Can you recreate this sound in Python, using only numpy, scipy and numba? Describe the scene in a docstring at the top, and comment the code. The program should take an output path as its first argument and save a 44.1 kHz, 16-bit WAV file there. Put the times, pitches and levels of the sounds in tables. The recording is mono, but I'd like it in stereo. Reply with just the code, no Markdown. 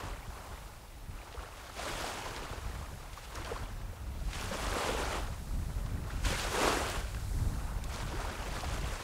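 """A sandy beach, a hand-held pair of microphones close to the water's edge.
From the start, light gusts rumble on each microphone by itself, over distant surf and a faint hiss.
After a second small waves break close by, mostly from right to left. Drips plink, big bubbles gulp,
swarms of them churn, spray hisses, drops slap the wet sand, and the foam runs up and fizzes out.
The strongest fall near 4.8 and 6.6 s, in a fresher wind; a softer one follows at about 8 s."""
import sys
import numpy as np
from scipy import signal
from scipy.io import wavfile
from numba import njit

SR = 44100
rng = np.random.default_rng(int(sys.argv[2]) if len(sys.argv) > 2 else 0)


def pcm_store(signal):
    """Save signal as 16-bit PCM."""
    levels = np.round(np.clip(np.atleast_2d(signal), -1, 1) * 32767)
    wavfile.write(sys.argv[1], SR, levels.astype(np.int16).T)


N = 398223


def from_db(db):
    """Decibels to gain."""
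    return 10 ** (np.asarray(db) / 20)


def unit_rms(x):
    """Scaled to rms 1."""
    return x / np.sqrt(np.mean(x ** 2) + 1e-20)


def in_time(rows):
    """The columns of a curve table, one value a sample."""
    times, *columns = np.transpose(rows)
    return [np.interp(np.arange(N) / SR, times, column) for column in columns]


def at_hz(spectrum, hz):
    """A spectrum's level in dB, read on a log-frequency axis."""
    points_hz, level_db = np.transpose(spectrum)
    return np.interp(np.log(hz), np.log(points_hz), level_db)


def sides(pan_db):
    """Gains at the two microphones for a left-right level difference, power kept."""
    left = from_db(pan_db)
    return np.array([left, np.ones_like(left)]) * np.sqrt(2 / (1 + left ** 2))


def mix(a, b, share):
    """Two unrelated sounds of rms 1, b taking this share of the power."""
    return np.sqrt(1 - share) * a + np.sqrt(share) * b


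def drift(rate_hz):
    """A slow random wander of spread 1: coarse noise through two one-pole low-passes."""
    hop, run_in = 40, 2000
    pole = np.exp(-2 * np.pi * hop * rate_hz / SR)
    noise = rng.standard_normal(N // hop + run_in + 2)
    slow = signal.lfilter([1], [1, -2 * pole, pole * pole], noise)[run_in:]
    return np.interp(np.arange(N) / hop, np.arange(len(slow)), unit_rms(slow))


def banded_noise(spectrum, alike, flicker_db, flicker_hz):
    """Stereo noise in roughly half-octave bands, each flickering by itself; rms 1."""
    low_hz, high_hz = spectrum[0][0], spectrum[-1][0]
    edges = np.geomspace(low_hz, high_hz, int(2 * np.log2(high_hz / low_hz)) + 2)
    white = rng.standard_normal((2, 2, N))
    out = 0
    for k, (low, high) in enumerate(zip(edges, edges[1:])):
        band = signal.butter(2, [low, high], "band", fs=SR, output="sos")
        mid, side = signal.sosfilt(band, white[k % 2])   # neighbouring bands get unrelated noise
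        gain = from_db(at_hz(spectrum, np.sqrt(low * high)) + flicker_db * drift(flicker_hz))
        same = alike / (1 + (low / 10500) ** 4)   # short waves differ between the microphones
        out = out + gain * (np.sqrt(1 + same) * mid + np.sqrt(1 - same) * side * [[1], [-1]])
    return unit_rms(out)


@njit
def ring_bubbles(out, start, step, rise, cycles, swell, left, right):
    """Adds bubbles: sines that swell briefly, climb in pitch and fade at 60 dB in so many cycles."""
    for k in range(len(start)):
        life = cycles[k] * 2 * np.pi / step[k]
        phase, fade, closed = 0.0, 1.0, 1.0
        fall = 1000.0 ** (-1 / life)
        open_up = np.exp(-1 / (swell * life + 1e-9))
        for i in range(min(int(.7 * life), out.shape[1] - start[k])):
            phase += step[k] * (1 + rise[k] * i / life)
            fade *= fall
            closed *= open_up
            ring = np.sin(phase) * fade * (1 - closed)
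            out[0, start[k] + i] += ring * left[k]
            out[1, start[k] + i] += ring * right[k]


def swarm(spectrum, count, cycles, rise, uneven_db, spread_db):
    """Bubbles born at random, of uneven size, each at its own place along the wave; rms 1."""
    when, pitch, size, place = rng.random((count, 4)).T
    hz = spectrum[0][0] * (spectrum[-1][0] / spectrum[0][0]) ** pitch
    # pitches are spread evenly in octaves and high bubbles are short: 6 dB an octave keeps the colour
    gain = from_db(at_hz(spectrum, hz) - uneven_db * np.log(1 - .995 * size)) * hz
    left, right = gain * sides(spread_db * (2 * place - 1))
    start = (when * N).astype(np.int64)
    out, each = np.zeros((2, N)), np.ones(count)
    ring_bubbles(out, start, 2 * np.pi * hz / SR, rise * each, cycles * each, 0.02, left, right)
    return unit_rms(out)


# The breeze at the microphones: (time [s], level [dB])
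BREEZE = [(0, -45), (1.3, -51.5), (2.1, -47.5), (2.9, -42.5), (3.2, -49), (3.5, -43.5), (4.0, -44.5),
          (4.12, -39.5), (4.7, -39), (4.85, -44), (5.3, -38), (6.55, -41), (7.2, -39.5), (8.3, -40),
          (9.03, -43.5)]
# Gusts on top of it: (time [s], half length [s], lift [dB], left-right [dB])
GUSTS = [(.1, .07, 4.5, 2), (1.09, 0.087, 7, 5), (1.42, .07, 4.5, 3), (1.953, 0.039, 4, -2),
         (2.67, 0.11, 1, 2), (3.78, 0.068, 2.5, 1), (5.617, 0.078, 6.5, 7.5), (5.975, 0.12, 4, 3),
         (6.28, 0.086, 8.5, 2), (7.448, 0.16, 8, 1), (7.82, 0.056, 7, -2), (8.032, .08, 4, 5.5),
         (8.753, 0.16, 5.5, 1)]
# Rumble right on the microphone ports: (frequency [Hz], density [dB])
RUMBLE = [(14, -30), (22, -2.5), (44, 1.5), (87, -4.5), (110, -9), (180, -16.5), (260, -23), (420, -36)]


def wind():
    """Eddies push on each port separately, in lumps and quick flutters; harder gusts reach higher."""
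    level_db, = in_time(BREEZE)
    pan_db, t = np.zeros(N), np.arange(N) / SR
    for at_s, half_s, lift_db, side_db in GUSTS:
        bell = np.exp(-((t - at_s) / half_s) ** 2)
        level_db += lift_db * bell
        pan_db += side_db * bell
    port_db = level_db + np.array([1.6 * drift(11.5) + 2.52 * drift(16.4) for port in range(2)])
    rumble = banded_noise(RUMBLE, alike=0.15, flicker_db=1.27, flicker_hz=6.1)
    edge = signal.sosfilt(signal.butter(2, 110, "high", fs=SR, output="sos"), rumble)
    edge_gain = from_db(0.04 * (port_db + 38)) - 1
    # sqrt(2): unrelated noises average to half their power
    return np.sqrt(2) * from_db(port_db) * sides(pan_db) * (rumble + edge_gain * edge)


# Distant surf and, above 11 kHz, microphone hiss: (frequency [Hz], density [dB])
SURF_AND_HISS = [(180, -40), (300, -6), (900, -6), (1400, -11), (2200, -13.5), (6000, -19.5),
                 (11500, -21.5), (16000, -22.5)]


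def far_surf_and_hiss():
    """A steady wash of distant surf, a little to the right, with faint microphone hiss at the top."""
    steady = banded_noise(SURF_AND_HISS, alike=0.11, flicker_db=1.1, flicker_hz=23)
    return from_db(-54) * steady * from_db([[-.8], [.8]])


# Bubble clouds in the nearest breakers: (frequency [Hz], density [dB])
CHURN = [(450, -12), (650, -5), (900, 0), (1330, -3.5), (1900, -13.5), (2800, -16)]


def churn():
    """Trapped air breaks into swarms of bubbles that ring together."""
    noise = banded_noise(CHURN, alike=0.72, flicker_db=0.5, flicker_hz=3.3)
    bubbles = swarm(CHURN, count=20000, cycles=18.5, rise=0.48, uneven_db=2.0, spread_db=5.0)
    return mix(noise, bubbles, share=0.6)


# Small bubbles close by, wide across the pair: (frequency [Hz], density [dB])
PLIPS = [(500, 3.5), (1000, -2.5), (2000, -6.5), (4000, -18.5)]


def plips():
    """Lone bubbles ring long enough to be heard as clear rising notes."""
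    return swarm(PLIPS, count=1500, cycles=27.0, rise=0.54, uneven_db=1.5, spread_db=17.0)


# The low body of a near breaker: (frequency [Hz], density [dB])
POCKETS = [(140, -10.5), (210, -7.5), (320, -2), (480, 0), (650, -6.5), (900, -11)]


def pockets():
    """Big pockets of air ring low and die within a few cycles."""
    noise = banded_noise(POCKETS, alike=0.94, flicker_db=1.5, flicker_hz=24)
    bubbles = swarm(POCKETS, count=4000, cycles=9.6, rise=0.71, uneven_db=3.0, spread_db=2.0)
    return mix(noise, bubbles, share=0.62)


# Spray in front of the microphones: (frequency [Hz], density [dB])
SPRAY = [(1300, 4.5), (1800, -3.5), (2400, 0), (3200, -2.5), (4800, -7), (7000, -11.5)]


def spray():
    """Spray hisses off the crest, bright with tiny bubbles."""
    noise = banded_noise(SPRAY, alike=0.81, flicker_db=1.5, flicker_hz=11.5)
    bubbles = swarm(SPRAY, count=20000, cycles=16.0, rise=0.47, uneven_db=3.5, spread_db=10.0)
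    return mix(noise, bubbles, share=0.39)


# Foam on the near water: (frequency [Hz], density [dB])
FOAM = [(4000, -8.5), (5500, -5), (7200, -2), (10000, -6), (12500, -18), (16000, -14)]


def foam():
    """The finest bubbles fizz, and lone films burst with a tick."""
    noise = banded_noise(FOAM, alike=0.51, flicker_db=3.1, flicker_hz=32)
    bubbles = swarm(FOAM[:-1], count=30000, cycles=12.4, rise=0.18, uneven_db=2.5, spread_db=3.0)
    ticks = swarm(FOAM[:-1], count=260, cycles=1.8, rise=.1, uneven_db=4.0, spread_db=10.0)
    return mix(noise, bubbles, share=0.49) + from_db(-16.5) * ticks


# Stretches of crest falling close by, and ripples lapping between; climb and fade span 20 dB:
# (time at full strength [s], climb [s], hold [s], fade [s], churn [dB], spray [dB], leftward lean [dB])
PLUNGES = [(-.55, .3, 0.38, 0.47, -38.5, -45, -2), (0.37, 0.82, 0.25, 0.33, -53.5, -61.5, 0),
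           (1.225, 0.23, 0.26, 0.28, -53, -59.5, -22.5), (1.605, 0.59, 0.068, .3, -56.5, -56.5, 0),
           (1.725, 0.11, .04, .3, -55, -53.5, -3), (1.803, 0.11, 0.31, 0.71, -44.5, -44.5, -6.5),
           (2.287, 0.31, .08, 0.84, -47, -53.5, -2.5), (2.798, 0.48, 0.24, 0.33, -54.5, -61, 2),
           (3.137, .05, .1, 0.39, -59.5, -55.5, -8), (3.355, 0.17, 0.18, 0.56, -48, -52.5, -6),
           (3.85, .3, 0.18, 1, -61.5, -71.5, -7.5), (4.352, 0.19, 0.071, 0.24, -49.5, -47, -14),
           (4.54, 0.23, 0.11, 0.58, -43, -43, -16), (4.77, 0.28, 0.13, 0.39, -39, -42.5, -6.5),
           (5.004, 0.14, 0.081, 0.31, -42, -44.5, 2), (5.129, .08, 0.045, 0.16, -41.5, -47, 2),
           (5.797, .8, 0.26, 0.23, -54, -70, 4), (6.098, 0.14, 0.09, 0.29, -53.5, -56.5, -16),
           (6.257, 0.037, .03, .3, -45, -39, -10), (6.39, 0.22, 0.054, 0.57, -44.5, -40, -8),
           (6.627, 0.26, 0.054, 0.42, -33, -35.5, -8), (6.90, 0.23, 0.04, 0.28, -48, -46, 1),
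           (7.406, 0.36, .4, 0.35, -53.5, -75, 4), (7.934, 0.14, 0.033, .4, -47.5, -47.5, 0),
           (8.205, 0.39, 0.042, 1, -44.5, -50, 3), (8.582, 0.74, 0.16, 1, -47, -48, -2.5),
           (8.98, 0.97, 0.082, .48, -52.5, -51.5, -16)]


def waves():
    """The plunges add their power; gives churn, spray, wash and lean in dB, one value a sample."""
    step_s, wash_lag_s, wash_spread_s = .002, 0.59, 0.11
    t = np.arange(-1, N / SR + step_s, step_s)
    at_s, climb, hold, fade, churn_db, spray_db, lean_db = np.array(PLUNGES).T[:, :, None]
    before, after = (at_s - t) / climb, (t - at_s - hold) / fade
    down_db = 20 * np.maximum(np.maximum(before, after), 0)
    plunge_power = from_db(2 * (churn_db - down_db))
    churn_power = plunge_power.sum(axis=0)
    spray_power = from_db(2 * (spray_db - down_db)).sum(axis=0)
    mean_lean_db = (plunge_power * lean_db).sum(axis=0) / churn_power
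    # the foam reaches the sand later, smeared in time
    late = np.maximum(t - t[0] - wash_lag_s, 0) / wash_spread_s
    run_up = late * np.exp(-late) * step_s / wash_spread_s
    arriving = np.convolve(spray_power, run_up)[:len(t)]
    wash_power = 1e-12 + from_db(2 * -57) * (arriving / from_db(2 * -42)) ** 0.9   # -42 dB in, -57 out
    levels_db = 10 * np.log10([churn_power, spray_power, wash_power])
    return in_time(np.transpose([t, *levels_db, mean_lean_db]))


def breakers(churn_db, spray_db, lean_db):
    """Churn, pockets, spray and foam burst together as tongues of the crest fall one after another."""
    unevenness = np.clip((-28 - churn_db) / 22, .45, 1)   # many tongues at once even each other out
    bursts = unevenness * (0.88 * drift(6.2) + 1.2 * drift(34))
    clouds = churn()
    lone = from_db(-4.5 - 0.19 * (churn_db + 47)) * plips()   # they stand out most in slack water
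    deep = from_db(-2 + 0.3246 * (churn_db + 44)) * pockets()   # stronger waves sound deeper
    body = from_db(1.4 * bursts) * (clouds + deep) + lone
    hiss = from_db(spray_db) * spray() * sides(0.73 * lean_db)
    fizz = from_db(spray_db - 5.5) * foam() * sides(0.23 * lean_db)   # the treble tells the side less
    return from_db(churn_db) * body * sides(0.75 * lean_db) + from_db(1.05 * bursts) * (hiss + fizz)


# Foam on the sand, equally loud at both microphones: (frequency [Hz], density [dB])
SAND_FIZZ = [(3500, -2), (5500, -3.5), (8000, -1.5), (10500, -4.5), (13000, -9), (16000, -16)]


def sand_wash(wash_db):
    """After each wave the foam runs up the sand and fizzes out evenly."""
    return from_db(wash_db) * banded_noise(SAND_FIZZ, alike=0.51, flicker_db=0.0, flicker_hz=11)


# Single bubbles and drips close by: (time [s], peak [dB], starting pitch [Hz], climb [octaves])
BUBBLES_AND_DRIPS = [(1.188, -43, 2420, .2), (1.216, -41, 2200, .15), (1.345, -39.5, 437, 0.19),
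                     (1.392, -39, 1300, .15), (1.526, -45, 2400, .15), (1.536, -43, 1070, 0.24),
                     (1.598, -44, 2210, 0.088), (1.375, -41, 1120, 0.43), (1.697, -39, 1200, .2),
                     (1.792, -33.5, 663, .18), (2.040, -31.5, 710, 0.21), (3.175, -37, 1070, .14),
                     (3.382, -37, 970, .15), (3.408, -45, 320, 0.18), (3.472, -36, 910, .2),
                     (3.515, -30.5, 435, .17), (3.562, -34, 1000, 0.24), (3.930, -45.5, 493, 0.11),
                     (4.212, -43, 625, 0.092), (4.513, -35.5, 197, 0.072), (4.513, -30.5, 500, 0.14),
                     (4.890, -27, 466, 0.16), (5.508, -44, 1080, .4), (5.625, -50, 910, 0.28),
                     (6.100, -38, 1120, 0.99), (6.265, -31, 920, .24), (6.275, -37, 1300, 0.83),
                     (6.325, -32.5, 494, .1), (6.541, -30.5, 404, .18), (6.579, -28.5, 434, 0.27),
                     (6.640, -32, 407, .2), (6.725, -31, 405, 0.27), (7.169, -40, 1510, 0.12),
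                     (8.133, -38, 287, 0.58), (8.248, -33, 800, 0.36), (8.634, -33, 663, 0.32)]


def bubbles_and_drips(lean_db):
    """Each rings alone where the wave breaks, rising in pitch: big ones gulp low, small ones plink high."""
    at_s, peak_db, hz, octaves = np.transpose(BUBBLES_AND_DRIPS)
    start = (at_s * SR).astype(np.int64)
    swell, age = 0.08, np.linspace(0, 1, 200)   # as shares of a bubble's life
    envelope_peak = np.max(1000.0 ** -age * (1 - np.exp(-age / swell)))
    left, right = from_db(peak_db) / envelope_peak * sides(lean_db[start])
    rise = 3 * (2 ** octaves - 1)   # the listed climb takes the first third, while the bubble is loud
    cycles = 17.2 + 23.2 * octaves   # bubbles that climb far ring longer
    out = np.zeros((2, N))
    ring_bubbles(out, start, 2 * np.pi * hz / SR, rise, cycles, swell, left, right)
    return out


# Drops landing near the microphones: (time [s], peak [dB], pitch [Hz], left-right [dB])
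DROPS = [(1.326, -40, 3380, -15), (1.341, -34, 2880, -15), (1.7942, -39, 2740, -3.0),
         (2.363, -31, 3390, -2), (3.1313, -38.5, 4250, -1.5), (3.355, -32.5, 6300, -3.0),
         (3.447, -33.5, 4280, 0), (3.4602, -35, 2730, -3.0), (4.332, -31, 2840, -11),
         (4.4119, -28.5, 5200, -6.5), (4.4593, -34, 6350, -7.0), (5.8614, -36.5, 3540, -17),
         (6.2492, -27, 2800, -20), (7.1462, -35, 2590, 2), (7.8396, -30, 6320, -13),
         (7.9594, -35, 5800, -1.5), (8.6067, -31, 3770, 2), (8.644, -30, 3600, 2)]


def drop_slaps():
    """A drop hits wet sand: a soft tick and a short spatter of noise around its own pitch."""
    out, t = np.zeros((2, N)), np.arange(1500) / SR
    envelope = np.exp(-t / 0.0017) + 0.54 * np.exp(-t / 0.0054)
    for at_s, peak_db, hz, pan_db in DROPS:
        band = signal.butter(2, [hz * 0.41, hz * 1.33], "band", fs=SR, output="sos")
        spatter = signal.sosfilt(band, rng.standard_normal(len(t)) * envelope)
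        spatter *= from_db(peak_db) / np.abs(spatter).max()
        start = round(at_s * SR)
        out[:, start:start + len(t)] += np.outer(sides(pan_db), spatter)
    return out


def scene():
    """From the water's edge: foam on the sand, far surf and hiss, breakers close by, wind on the ports."""
    churn_db, spray_db, wash_db, lean_db = waves()
    backdrop = sand_wash(wash_db) + far_surf_and_hiss()
    near_water = breakers(churn_db, spray_db, lean_db) + bubbles_and_drips(lean_db) + drop_slaps()
    return backdrop + near_water + wind()


def record(dry):
    """The microphone chain cuts the deepest bass gently and the top steeply."""
    low_cut = signal.butter(1, 12, "high", fs=SR, output="sos")
    high_cut = signal.ellip(16, .3, 90, 15720, fs=SR, output="sos")
    return signal.sosfilt(high_cut, signal.sosfilt(low_cut, dry))


dry = scene()
out = record(dry)
pcm_store(out)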